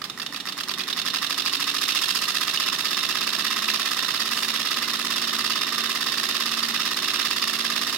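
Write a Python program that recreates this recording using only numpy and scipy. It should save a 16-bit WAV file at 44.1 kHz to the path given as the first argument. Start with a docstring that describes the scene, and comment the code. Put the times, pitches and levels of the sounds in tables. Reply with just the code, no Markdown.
"""A relay clacks ever faster as a homemade pulse motor spins up, from 4.5 to nearly 18 turns a second.
The motor's magnets work the relay: each turn brings seven unlike clacks, each a noise burst with
bounces that knocks the case, rings the armature and snaps at the contacts.
The workbench drones in sines at multiples of the turning rate, one of which swells late on.
Behind lie a laptop fan of shaped noise, a faint hum, one brief hiss and a small room's echo."""
import sys
import numpy as np
from scipy import signal
from scipy.fft import rfft, irfft, next_fast_len
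from scipy.io import wavfile
from scipy.ndimage import uniform_filter1d

SR = 44100
rng = np.random.default_rng(int(sys.argv[2]) if len(sys.argv) > 2 else 0)


def dump_mix(stems):
    """Bounce the given channels to the path in sys.argv[1] as a 16-bit WAV at rate SR."""
    frames = np.atleast_2d(stems).T  # one column per channel
    limited = np.clip(frames, -1, 1)  # hard clip at full scale
    pcm = np.round(limited * 32767).astype(np.int16)
    wavfile.write(sys.argv[1], SR, pcm)


N = 351477  # samples in the scene


def amp(db):
    """Decibel law: 20 dB is a tenfold amplitude."""
    return 10 ** (np.asarray(db) / 20)


def unit(x):
    """Power normalisation: x at rms 1."""
    return x / np.sqrt(np.mean(x ** 2) + 1e-20)


def along(points, hz):
    """Logarithmic frequency scale: (Hz, value) points joined by lines on a log axis."""
    point_hz, values = np.transpose(points)
    return np.interp(np.log(hz + 1), np.log(point_hz + 1), values)


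def curves(rows):
    """Linear interpolation: one value per sample for each column after the time in seconds."""
    seconds, *columns = np.transpose(rows)
    return [np.interp(np.arange(N) / SR, seconds, column) for column in columns]


def wobble(rate, size=N):
    """Slow random fluctuation: rate knots a second, spanning the whole scene in size steps."""
    knots = rng.standard_normal(int(N * rate / SR) + 2)
    return np.interp(np.linspace(0, N * rate / SR, size), np.arange(len(knots)), knots)


def filtered(x, response):
    """Linear filtering: the spectrum of x times a response of frequency."""
    length = x.shape[-1]
    padded = next_fast_len(length + SR // 10, real=True)
    hz = np.fft.rfftfreq(padded, 1 / SR)
    return irfft(rfft(x, padded) * response(hz), padded)[..., :length]


def resound(x, gain_db, size=2048):
    """Minimum phase: x through a causal body whose gain in dB is a function of frequency."""
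    cepstrum = irfft(np.log(amp(gain_db(np.fft.rfftfreq(size, 1 / SR)))))
    # folding the cepstrum onto positive times makes the body causal
    cepstrum[1:size // 2] *= 2
    cepstrum[size // 2 + 1:] = 0
    impulse = irfft(np.exp(rfft(cepstrum)))
    return signal.oaconvolve(x, impulse[None], axes=1)[:, :N]


# Interchannel correlation of diffuse sound.
# Each row: frequency in Hz, left-right correlation from -1 to 1.
CORRELATION = [(150, .98), (300, 0.8), (600, 0.7), (1300, 0.84), (3000, 0.38), (5500, -0.03), (8000, 0.05),
               (14000, 0)]


def paired(two):
    """Interchannel coherence: left and right much alike to about 1.3 kHz, unrelated in the high treble."""
    def mid_side(hz):
        turn = np.arccos(np.clip(along(CORRELATION, hz), -1, 1)) / 2
        return np.array([np.cos(turn), np.sin(turn)])

    mid, side = filtered(two, mid_side)
    return np.array([mid + side, mid - side])


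def rush(spectrum):
    """Broadband turbulence: stereo noise of rms 1, shaped by (Hz, relative dB) points."""
    noise = paired(rng.standard_normal((2, N)))
    return unit(filtered(noise, lambda hz: amp(along(spectrum, hz))))


# Spectrum of the fan's air noise.
# Each row: frequency in Hz, relative density in dB.
FAN_SPECTRUM = [(25, -39), (60, -19), (100, -12), (175, 5.5), (290, 2), (380, 1.5), (520, -6), (800, -2.5),
                (1200, -6.5), (3000, -5), (5500, -13.5), (8000, -15), (15000, -27)]


def background(fan_db=-44, hum_db=-75, hum_hz=47):
    """Stationary noise and a pure tone: the laptop's fan and a faint low hum that wavers in level."""
    waver_db = 3 * wobble(2)
    tone = np.sqrt(2) * np.sin(2 * np.pi * hum_hz * np.arange(N) / SR)
    return amp(fan_db) * rush(FAN_SPECTRUM) + amp(hum_db + waver_db) * tone


def scuff(start=4.33, end=4.47, db=-36):
    """Gated noise: a brief dry hiss runs through the chatter, times in seconds."""
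    gate, = curves([(start - .03, 0), (start + 0.026, 1), (end - .03, 1), (end + .02, 0)])
    hiss = rush([(40, -42), (400, -5), (1000, -5), (4000, -2), (8000, -3), (15000, -10)])
    return amp(db) * gate * hiss


# Reverberation of the small room.
# Each row: frequency in Hz, time to decay by 60 dB in seconds.
ROOM_DECAY = [(200, 0.043), (2000, 0.72), (6000, 0.5), (14000, 0.49)]


def room(x):
    """Reverberant decay: the walls answer 5 ms late; the bass dies first and the middle lasts longest."""
    noise = paired(rng.standard_normal((2, SR // 2)))
    hz, t, z = signal.stft(noise, SR, nperseg=256)
    decay = amp(-60 * t / along(ROOM_DECAY, hz)[:, None])
    tail = signal.istft(z * decay, SR, nperseg=256)[1]
    tail = np.pad(tail / np.linalg.norm(tail[0]), ((0, 0), (SR // 200, 0)))
    return signal.oaconvolve(x, tail, axes=1)[:, :N]


# The speed that the coil's push could sustain against friction.
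# Each row: time in seconds, turning rate in turns per second.
DRIVE_SPEED = [(0, 17.716), (1, 18.386), (2, 17.917), (3, 18.339), (4, 18.211), (5, 17.804), (6.5, 17.635),
               (8, 17.89)]
START_TURNS, START_HZ = .079, 4.503  # the disc's first angle and turning rate
INERTIA_S = 1.4  # time constant of its lag behind the drive


def disc():
    """Rotational inertia: the heavy disc's turns done and turns per second lag behind the drive."""
    step = .001  # s
    s = np.arange(0, N / SR + step, step)
    pull = step / INERTIA_S
    excess = np.interp(s, *np.transpose(DRIVE_SPEED)) - START_HZ
    speed = START_HZ + signal.lfilter([pull], [1, pull - 1], excess)
    return curves(np.c_[s, START_TURNS + step * np.cumsum(speed), speed])


# Resonances of the bench.
# Each row: frequency in Hz, relative gain in dB.
BENCH_GAIN = [(100, -21.5), (142, -9), (165, -29), (185, 0.5), (210, -26.5), (231, 0), (255, -8),
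              (284, 4.5), (315, -22), (355, -3.5), (410, -8.5), (445, -21), (480, -8), (550, -33),
              (640, -6.5), (800, -47)]
# Multiples of the turning rate that are driven harder.
# Each entry: the multiple as key, extra level in dB as value.
EXTRA_ORDERS = {20: 6, 22: 4, 23: 6, 27: 2, 35: 6, 39: 5}
DRONE_DB, DRONE_GROWTH_DB = -45.5, 0.52  # level at the final speed, and gain per turn/s
BOOM_ORDER = 13  # the multiple that boom() plays instead


def bench(angle, speed, waver_db=2, drift_turns=0.034, count=42):
    """Order excitation: multiples of the turning rate glide through resonances, each wavering alone."""
    level_db = DRONE_DB + DRONE_GROWTH_DB * (speed - speed[-1])
    angle, speed = angle[::10], speed[::10]  # low tones need only a coarse time grid
    drone = np.zeros(len(angle))
    for k in range(6, count):
        if k == BOOM_ORDER:
            continue
        gain_db = along(BENCH_GAIN, k * speed) + EXTRA_ORDERS.get(k, 0)
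        gain_db = gain_db + waver_db * wobble(5, size=len(angle))
        phase_turns = k * angle + rng.random() + drift_turns * wobble(5, size=len(angle))
        drone += amp(gain_db) * np.sin(2 * np.pi * phase_turns)
    return amp(level_db) * unit(signal.resample_poly(drone, 10, 1)[:N])


# Level of the swelling boom near 230 Hz.
# Each row: time in seconds, level in dB when exactly in tune, before the trim of boom().
BOOM_LEVEL = [(3.75, -45.5), (4.13, -80), (4.23, -45), (4.63, -46.5), (4.65, -60), (4.77, -46),
              (5.51, -45.5), (5.64, -53), (5.82, -43), (6.15, -51), (6.71, -41.5), (6.98, -52), (7.8, -43),
              (7.97, -51)]


def boom(angle, speed, resonance_hz=230, half_width_hz=8, trim_db=0.3):
    """Resonance: one multiple of the turning rate settles near the resonance, then swells and fades."""
    detuning = (BOOM_ORDER * speed - resonance_hz) / half_width_hz
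    in_tune = 1 / np.hypot(1, detuning ** 2)
    tone = np.sqrt(2) * np.sin(2 * np.pi * BOOM_ORDER * angle)
    return amp(curves(BOOM_LEVEL)[0] + trim_db) * in_tune * tone


def clacks(done, angle, lag, slow_db, bounce, jitter=.00036, spread_db=1.0, bounce_time=.0013, count=4):
    """Impact and rebound: one blow a turn, each followed by a few uneven bounces (times in seconds)."""
    s, turn = np.arange(N) / SR, np.arange(int(done[-1]) + 1)
    period = np.diff(np.interp(turn, done, s))
    slowness = np.clip(np.r_[period - period[-1], 0] / 0.072, 0, 1) ** 1.23
    chance = rng.standard_normal((len(turn), 2))
    times = np.interp(turn + angle, done, s, left=-1, right=-1) + lag + jitter * chance[:, 0]
    sizes = amp(slow_db * slowness + spread_db * chance[:, 1])
    gaps = bounce_time * rng.uniform(.3, 1.7, (len(turn), count))
    rebounds = bounce * rng.standard_normal((len(turn), count)) * 0.82 ** np.arange(count)
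    times = np.c_[times, times[:, None] + np.cumsum(gaps, axis=1)]
    # a blow and its bounces share one energy
    shares = np.c_[np.ones(len(turn)), rebounds]
    sizes = sizes[:, None] * shares / np.linalg.norm(shares, axis=1, keepdims=True)
    heard = times > 0
    return np.bincount((times[heard] * SR).astype(int), sizes[heard], N)[:N]


def scatter(t60, rise, size=2048, order=10):
    """Dense reflection: the evenly coloured burst of one clack inside the relay and among the clutter."""
    t = np.arange(size) / SR
    envelope = amp(-60 * t / t60) * (1 - np.exp(-t / rise))
    z = rfft(paired(rng.standard_normal((2, size))) * envelope)
    # dividing by the smoothed spectrum evens out the colour
    even = z / np.sqrt(uniform_filter1d(np.abs(z) ** 2, order, axis=1))
    return irfft(even)[:, :size * 3 // 4]


def pings(struck, modes, width_hz=170, vary_db=4.5):
    """Modal vibration: the blows wake narrow steel modes, whose strengths wander independently."""
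    ringing = np.zeros_like(struck)
    for hz in modes:
        b, a = signal.iirpeak(hz, hz / width_hz, fs=SR)
        ringing += signal.lfilter(b, a, struck * amp(vary_db * wobble(16)))
    return ringing


FIRM_HZ = 12  # turning rate from which the relay closes with full force
FLARE_HZ, FLARE_WIDTH_HZ = 14.8, 1.06  # turning rate at the flare's centre, and its spread


def force(speed, full_db, weak_db, slope_db, flare_db, unsteady_db):
    """Speed-dependent excitation: level in dB of one part, weak while slow and altered at the flare."""
    drop = np.where(speed < FIRM_HZ, weak_db + slope_db * (FIRM_HZ - speed), 0)
    flare = flare_db * np.exp(-((speed - FLARE_HZ) / FLARE_WIDTH_HZ) ** 2)
    return full_db - drop + flare + unsteady_db * wobble(14)


# When each clack of a turn falls.
# Each row: disc angle in turns, travel time of the moving part in seconds.
CLACK_TIMING = [(.01, .0004), (.083, 0), (.158, 0), (.247, .0054), (.28, .0083), (.527, .0078), (.86, 0)]
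# How each clack sounds. Each row: relative knock, ring and spark in dB, change when slow in dB,
# bounce size as a share of the blow, build-up in seconds, mode level in dB, three modes in Hz.
CLACK_SOUND = [(-4, -11.5, -7, 0, 0.28, 0.00041, 6, 1530, 5350, 5000),
               (0.5, -3.5, 5, -8, 0.42, 0.00032, 4, 1380, 5100, 5450),
               (2, 1.5, -9, -3.5, 0.54, 0.00064, 2.5, 2100, 2498, 4610),
               (-9, -2, -4, 2.5, 0.87, 0.0005, 1, 2810, 3310, 4780),
               (2.5, 0.5, 1, -6, 0.8, 0.0013, -1.5, 2710, 3130, 3990),
               (-7.5, -3, -5, 1.5, 0.5, .0024, 2, 2940, 3660, 4100),
               (-6.5, -9, -8, -29, 0.76, 0.0041, -19, 1150, 2800, 6100)]
# Colours of the relay's steel armature, case and contacts.
# Each row: frequency in Hz, relative gain in dB.
ARMATURE_GAIN = [(60, -34.5), (600, -19), (1500, -15), (1900, -12.5), (2300, -8.5), (2750, -2.2),
                 (3250, -5.5), (3650, 2.5), (4000, -3), (4500, -1), (4950, -5), (5400, 0.5), (5800, -10),
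                 (6300, -7), (7000, -22)]
CASE_GAIN = [(50, -67), (200, -44.5), (450, -21), (860, -20.5), (1000, -3), (1170, 3), (1310, 0),
             (1520, -9), (1830, 1.5), (2060, -1), (2300, -22.5), (3500, -31)]
CONTACT_GAIN = [(3000, -25), (6000, 6), (7400, 5.5), (8400, 1.5), (9400, 5), (10300, 0.5), (11500, 6),
                (13300, 1.5), (14400, -3.5), (15600, -11)]
# Level against speed, with one row each for armature, case and contacts.
# Each row: full level in dB before the relay's trim, drop below the firm rate in dB,
# further drop in dB per turn/s, flare in dB, unsteadiness in dB.
PART_LEVELS = [(-27.5, 1.1, 1.1, 2, 0.6), (-33.5, 1.5, 0.43, -0.7, 0.66), (-38, 2, 0.5, 4, 1)]


def relay(done, speed):
    """Source and resonator: every clack knocks the case, rings the armature and snaps at the contacts."""
    knock, ring, spark = np.zeros((3, 2, N))
    for (angle, lag), row in zip(CLACK_TIMING, CLACK_SOUND):
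        knock_db, ring_db, spark_db, slow_db, bounce, rise, mode_db, *modes = row
        blows = clacks(done, angle, lag, slow_db, bounce)[None]
        struck = signal.oaconvolve(blows, scatter(t60=.019, rise=rise), axes=1)[:, :N]
        snapped = signal.oaconvolve(blows, scatter(t60=0.044, rise=0.0001), axes=1)[:, :N]
        knock += amp(knock_db) * struck
        ring += amp(ring_db) * (struck + amp(mode_db) * pings(struck, modes))
        spark += amp(spark_db) * snapped
    chatter = np.zeros((2, N))
    bodies = (ARMATURE_GAIN, CASE_GAIN, CONTACT_GAIN)
    for x, body, levels in zip((ring, knock, spark), bodies, PART_LEVELS):
        voiced = resound(x, lambda hz: along(body, hz))
        # the same power shared among fewer clacks makes each one larger
        chatter += amp(force(speed, *levels)) * unit(voiced / np.sqrt(speed))
    return chatter


# Stereo balance of the relay and its echo.
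# Each row: frequency in Hz, left minus right in dB.
BALANCE = [(300, 7), (700, -1), (1200, -3), (1750, -9), (2700, -7), (3700, -11.5), (4600, -6), (6300, -8),
           (7500, -3.5), (11000, -3.5), (13200, 1.5), (15500, 9)]


def scene(relay_db=-1, room_db=-9):
    """Superposition: the relay, right in most bands but left in bass and top treble, over the rest."""
    angle, speed = disc()
    near = amp(relay_db) * relay(angle, speed)
    echoed = near + amp(room_db) * room(near)
    chatter = filtered(echoed, lambda hz: amp(np.outer([.5, -.5], along(BALANCE, hz))))
    return chatter + bench(angle, speed) + boom(angle, speed) + scuff() + background()


TOP_HZ = 15900  # band limit


def record(dry):
    """Band limitation: the phone keeps nothing above its band limit."""
    return filtered(dry, lambda hz: hz < TOP_HZ)


dry = scene()
out = record(dry)
dump_mix(out)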